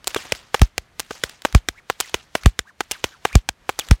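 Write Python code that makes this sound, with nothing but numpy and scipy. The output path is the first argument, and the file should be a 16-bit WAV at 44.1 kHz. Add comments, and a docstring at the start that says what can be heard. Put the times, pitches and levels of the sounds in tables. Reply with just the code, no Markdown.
"""An open meadow, one microphone, faint wind throughout. A light tick, a tip hisses, and the first of two
whips cracks: two shock fronts, their bounce off the ground and a spray of small snaps. The grass close by
scatters it back, the field and trees farther off ring on. Swishes and ticks follow between the cracks of a
repeating routine of six kinds of stroke; from 0.6 s on, about once a second, the heaviest overloads
the microphone with a low thump."""
import sys
import numpy as np
from scipy import signal
from scipy.fft import rfft, irfft, next_fast_len
from scipy.io import wavfile
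from scipy.ndimage import uniform_filter1d

SR = 44100
rng = np.random.default_rng(int(sys.argv[2]) if len(sys.argv) > 2 else 0)


def master_out(mix):
    """Clip the mix to full scale and print it as 16-bit PCM to the path in sys.argv[1]."""
    frames = np.transpose(np.atleast_2d(mix))
    ceiling = np.clip(frames, -1, 1)
    pcm = np.round(ceiling * 32767).astype(np.int16)
    wavfile.write(sys.argv[1], SR, pcm)


N = 176400
LEAD_SAMPLES = 64


def amp(db):
    return 10 ** (np.asarray(db) / 20)


def unit(x):
    return x / np.sqrt(np.mean(x ** 2) + 1e-20)


def add(mix, s, sound):
    """Mixes a sound in at s seconds."""
    at = round(s * SR)
    part = mix[max(at, 0):][:len(sound) + min(at, 0)]
    part += sound[max(-at, 0):][:len(part)]


def colour(x, points):
    """Causal filter through (f/Hz, level/dB) points."""
    size = 2 * next_fast_len(len(x))
    hz, db = np.transpose(points)
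    bin_hz = abs(np.fft.fftfreq(size, 1 / SR))
    log_gain = np.log(amp(np.interp(np.log(bin_hz + 1), np.log(hz + 1), db)))
    response = np.exp(np.conj(signal.hilbert(log_gain)))[:size // 2 + 1]
    return irfft(rfft(x, size) * response, size)[:len(x)]


def shock(hz, width_ms, cut_hz=516):
    """Spectrum of a pressure spike; the low cut gives it a rebound."""
    tau = width_ms / 1000
    spike = -np.e * tau * SR / (1 + 2j * np.pi * hz * tau) ** 2
    return spike * 1j * hz / (cut_hz + 1j * hz)


def delay(hz, ms):
    return np.exp(-2j * np.pi * hz * ms / 1000)


def pulse(spectrum):
    """A spectrum as a short sound that starts LEAD_SAMPLES in and has soft ends."""
    wave = np.roll(irfft(spectrum), LEAD_SAMPLES)
    soft_ends = signal.windows.tukey(len(wave), 2 * LEAD_SAMPLES / len(wave))
    return wave * soft_ends * np.linspace(1, 0, len(wave)) ** .5


# Spectrum of the wind at the microphone: f/Hz, level/dB
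WIND_SPECTRUM = [(15, -32), (25, 0), (87, -0.5), (277, -9.5), (427, -12), (1790, -13), (6380, -26),
                 (14000, -37.5), (16000, -47)]


def wind(level_db=-57.5, swell_db=1.5):
    """Faint wind over the meadow, its level wavering."""
    swell = unit(uniform_filter1d(uniform_filter1d(rng.standard_normal(N), size=5000), size=3000))
    return amp(level_db + swell_db * swell) * unit(colour(rng.standard_normal(N), WIND_SPECTRUM))


# Light ticks: the thongs touching, or a crack returning from the trees: t/s, level/dB
LIGHT_TICKS = [(.044, -24), (.146, -9), (.3502, -22), (.595, -19), (1.2955, -21), (1.42, -23), (1.526, -22),
               (2.0955, -25), (2.435, -22), (3.329, -23), (3.887, -22)]


def ticks(rattle_t60_s=.012, size=2048):
    """Each tick is a small snap with a brief rattle."""
    out, t, hz = np.zeros(N), np.arange(size) / SR, np.fft.rfftfreq(size, 1 / SR)
    snap = shock(hz, width_ms=.035, cut_hz=1500)
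    for s, db in LIGHT_TICKS:
        rattle = .4 * rng.standard_normal(size) * np.exp(-np.log(1000) * t / rattle_t60_s)
        blow = (t == 0) + rattle
        add(out, s - LEAD_SAMPLES / SR, amp(db) * pulse(rfft(blow) * snap))
    return out


def tip_hiss(swell_s=.005):
    """The hiss of the tip swells quickly just before each crack."""
    out, before = np.zeros(N), np.arange(4096)[::-1] / SR
    swell = (1 - before / before[0]) / (1 + before / swell_s)
    for s, *_, echo_db in ROUTINE:
        hiss = unit(colour(rng.standard_normal(len(before)), SCATTER_SPECTRUM))
        add(out, s - before[0], amp(-38.5 + echo_db / 2) * hiss * swell)
    return out


def air_push(swell_s=.005, hz=48):
    """A slow swell of pressure at the microphone that ends at the shock."""
    before = np.arange(SR // 10)[::-1] / SR
    return amp(-12) * np.exp(-before / swell_s) * np.cos(2 * np.pi * hz * before)


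# Each kind of stroke as it reaches the microphone: first front width/ms, second front width/ms,
# bounce delay/ms, bounce level/dB, spray level/dB, spray delay/ms, spray length/ms (sign ignored),
# snap width/ms, grass scatter level/dB, field echo t60/s, thump level/dB
STROKE_KINDS = { "split": (.02, .026, 2.5, -7, 0, 5.5, 1.0, .014, -15, .55, -45),
                "soft": (0.14, 0.2, 2.5, -3, -2, 4.5, 1.5, 0.15, -9, .8, -46),
                "full": (.045, .045, 2, 0.5, -12, 2.5, 2.5, 0.4, -16, .55, -33),
                "dull": (.03, .08, 2.5, -11, -4, 4.2, 1.5, .09, -21, .32, -47),
                "heavy": (.035, 0.14, 2.5, -13, -6, 1.5, -0.5, .03, -12, .11, 1),
                "dry": (.033, .033, 2.5, -8, -19, 3, 1.5, 0.43, -29, .2, -32), }


def crack(stroke, first_db, second_db, gap_ms, soften_ms=.016, snaps_per_s=7000, size=2048):
    """Two shock fronts, their softened ground bounce and a spray of snaps from the frayed tip."""
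    first_ms, second_ms, bounce_ms, bounce_db = STROKE_KINDS[stroke][:4]
    spray_db, spray_at_ms, spray_ms, snap_ms = STROKE_KINDS[stroke][4:8]
    hz, ms = np.fft.rfftfreq(size, 1 / SR), np.arange(size) * 1000 / SR
    first = amp(first_db) * shock(hz, first_ms)
    second = amp(second_db) * shock(hz, second_ms) * delay(hz, gap_ms)
    fronts = first + second
    bounce = amp(bounce_db) * delay(hz, bounce_ms) / (1 + 2j * np.pi * hz * soften_ms / 1000)
    burst = np.exp(-abs((ms - spray_at_ms) / spray_ms))
    thong_ring = .22 * np.exp(-ms / spray_at_ms)
    snaps = rng.standard_normal(size) * (rng.random(size) < snaps_per_s / SR) * (burst + thong_ring)
    spray = unit(pulse(rfft(snaps) * shock(hz, snap_ms)))
    return pulse(fronts * (1 + bounce)) + amp(spray_db) * irfft(fronts).std() * spray


# What grass, field and trees send back; also the colour of the whips' hiss: f/Hz, level/dB
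SCATTER_SPECTRUM = [(60, -18), (200, -7), (600, -2), (1500, 1), (3200, 1), (6500, -2.5), (10000, -11),
                    (16000, -17)]


def scatter(t60_s, rise_s, size, loss_db_per_s_khz=5, grain_db=2.5, patch_db=3.2):
    """Grainy backscatter of energy 1 that loses its treble with distance."""
    frames, hz = size // 128 + 1, np.fft.rfftfreq(256, 1 / SR)
    age, t = np.arange(frames)[:, None] * 128 / SR, np.arange(size) / SR
    point_hz, point_db = np.transpose(SCATTER_SPECTRUM)
    db = np.interp(np.log(hz + 1), np.log(point_hz), point_db) - loss_db_per_s_khz * hz / 1000 * age
    db += grain_db * rng.standard_normal((frames, 1))
    patches = uniform_filter1d(rng.standard_normal(db.shape), size=5, axis=0)
    db += patch_db * unit(uniform_filter1d(patches, size=12, axis=1))
    spectra = amp(db) * np.exp(2j * np.pi * rng.random(db.shape))
    envelope = (1 - np.exp(-t / rise_s)) * np.exp(-np.log(1000) * t / t60_s)
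    tail = signal.istft(spectra.T, nperseg=256)[1][:size] * envelope
    return tail / np.sqrt(np.sum(tail ** 2))


def thump(end_hz=42.2, extra_hz=169.3, slowing_s=.0054, peak_s=.0083):
    """The overloaded microphone swings a few times, ever more slowly."""
    t = np.arange(SR // 10) / SR
    turns = np.cumsum(end_hz + extra_hz * np.exp(-t / slowing_s)) / SR
    envelope = (t / peak_s * np.exp(1 - t / peak_s)) ** 1.4
    return -np.cos(2 * np.pi * turns) * envelope


# Cracks of both whips: t/s, stroke, first front level/dB, second front level/dB,
# gap between fronts/ms, field echo level/dB
ROUTINE = [ (0.0725, "split", 1, -4, 0.24, -7), (0.162, "soft", -11, -5, 0.72, -3),
           (0.3217, "full", -1, 1, 0.39, -10), (0.5436, "dull", -10, 6, 1.18, -8.5),
           (0.6169, "heavy", 1, 1, 1.47, -6), (0.7802, "dry", -3, 3, 0.42, -25),
           (0.9967, "split", -3, -9, .2, -16), (1.1083, "soft", -13, -16, 0.64, -9),
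           (1.2371, "full", -3, -1, 0.57, -10), (1.45, "dull", -11, 6, 0.98, -11.5),
           (1.5487, "heavy", 1, 1, 1.59, -8), (1.6871, "dry", 3, 3, 0.53, -24),
           (1.899, "dull", -14, 2, 1.04, -16), (2.0025, "split", 3, -4, 0.24, -7),
           (2.1427, "full", -7, 3, .33, -14), (2.3519, "dull", -10, 4, 1.37, -11),
           (2.4594, "heavy", 1, 1, 1.6, -8), (2.5915, "dry", 3, 2, 0.56, -25),
           (2.8058, "dull", -13, -1, 1.15, -20.5), (2.9128, "split", -3, -4, 0.36, -9),
           (3.0412, "full", -8, 3, 0.34, -13), (3.2512, "dull", -9, 5, 1.26, -10.5),
           (3.3538, "heavy", 1, 1, 1.62, -8), (3.4895, "dry", 3, 3, 1.214, -28),
           (3.6929, "dull", -4, 0, .06, -18), (3.7909, "split", -2, -4, 0.17, -10),
           (3.911, "heavy", 1, -3, 1.99, -8), ]
# Tone of the direct crack at the microphone: f/Hz, level/dB
DIRECT_TONE = [(100, 1.5), (400, 2.5), (900, 1), (2000, 0.5), (3300, 2), (4700, 0), (6500, 5), (10000, 2.5),
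               (16000, 1.5)]


def whips():
    """Every crack with scatter from the near grass, echo from the far field and microphone thump."""
    direct, rest, push = np.zeros(N), np.zeros(N), air_push()
    push_and_thump = np.concatenate([push, thump()])
    for s, stroke, first_db, second_db, gap_ms, echo_db in ROUTINE:
        grass_db, echo_t60_s, thump_db = STROKE_KINDS[stroke][8:]
        snap = crack(stroke, first_db, second_db, gap_ms)
        add(direct, s - LEAD_SAMPLES / SR, snap)
        grass = scatter(t60_s=.055, rise_s=.0014, size=4096)
        add(rest, s, amp(grass_db) * np.linalg.norm(snap) * grass)
        add(rest, s, amp(echo_db + 1) * scatter(echo_t60_s, rise_s=.009, size=20480))
        add(rest, s - len(push) / SR, amp(thump_db) * push_and_thump)
    return colour(direct, DIRECT_TONE) + rest


# Swings of the thongs: top speed t/s, speeding up/s, slowing down/s, top f/Hz, level/dB
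THONG_SWINGS = [(.165, .01, .04, 3400, -35), (1.79, .032, .012, 2200, -48), (2.01, .008, .035, 3300, -40),
                (2.448, .015, .012, 2500, -39), (2.692, .028, .016, 1800, -48),
                (2.92, .008, .028, 2900, -38), (3.13, .025, .03, 1650, -49),
                (3.343, 0.023, .015, 2500, -37), (3.797, .008, .026, 3600, -34)]


def swishes(width_hz=260, hiss_db=-10):
    """Eddies behind the thong whistle higher and louder as it speeds up."""
    out, t = np.zeros(N), np.arange(-SR // 7, SR // 7) / SR
    pole = np.exp(-np.pi * width_hz / SR)
    for s, rise_s, fall_s, top_hz, db in THONG_SWINGS:
        speed = 1 / (1 + (t / np.where(t < 0, rise_s, fall_s)) ** 2 / 2)
        real, imag, noise = rng.standard_normal((3, len(t)))
        eddies = signal.lfilter([1], np.poly([pole, pole]), real + 1j * imag)
        turns = np.cumsum(top_hz * speed) / SR
        whistle = unit((eddies * np.exp(2j * np.pi * turns)).real)
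        hiss = amp(hiss_db) * unit(colour(noise, SCATTER_SPECTRUM))
        add(out, s + t[0], amp(db) * speed ** 2.2 * (whistle + hiss))
    return out


def scene():
    """Whips and meadow at one microphone."""
    return (whips() + tip_hiss() + ticks() + swishes() + wind())[None]


def record(dry, ceiling=.98, knee=10.4, edge_hz=16300):
    """Peaks are rounded off at the ceiling, then the highest treble is cut."""
    rounded = dry / (1 + abs(dry / ceiling) ** knee) ** (1 / knee)
    lowpass = signal.firwin(101, edge_hz, window=("kaiser", 9), fs=SR)
    return signal.oaconvolve(rounded, lowpass[None], "same")


dry = scene()
out = record(dry)
master_out(out)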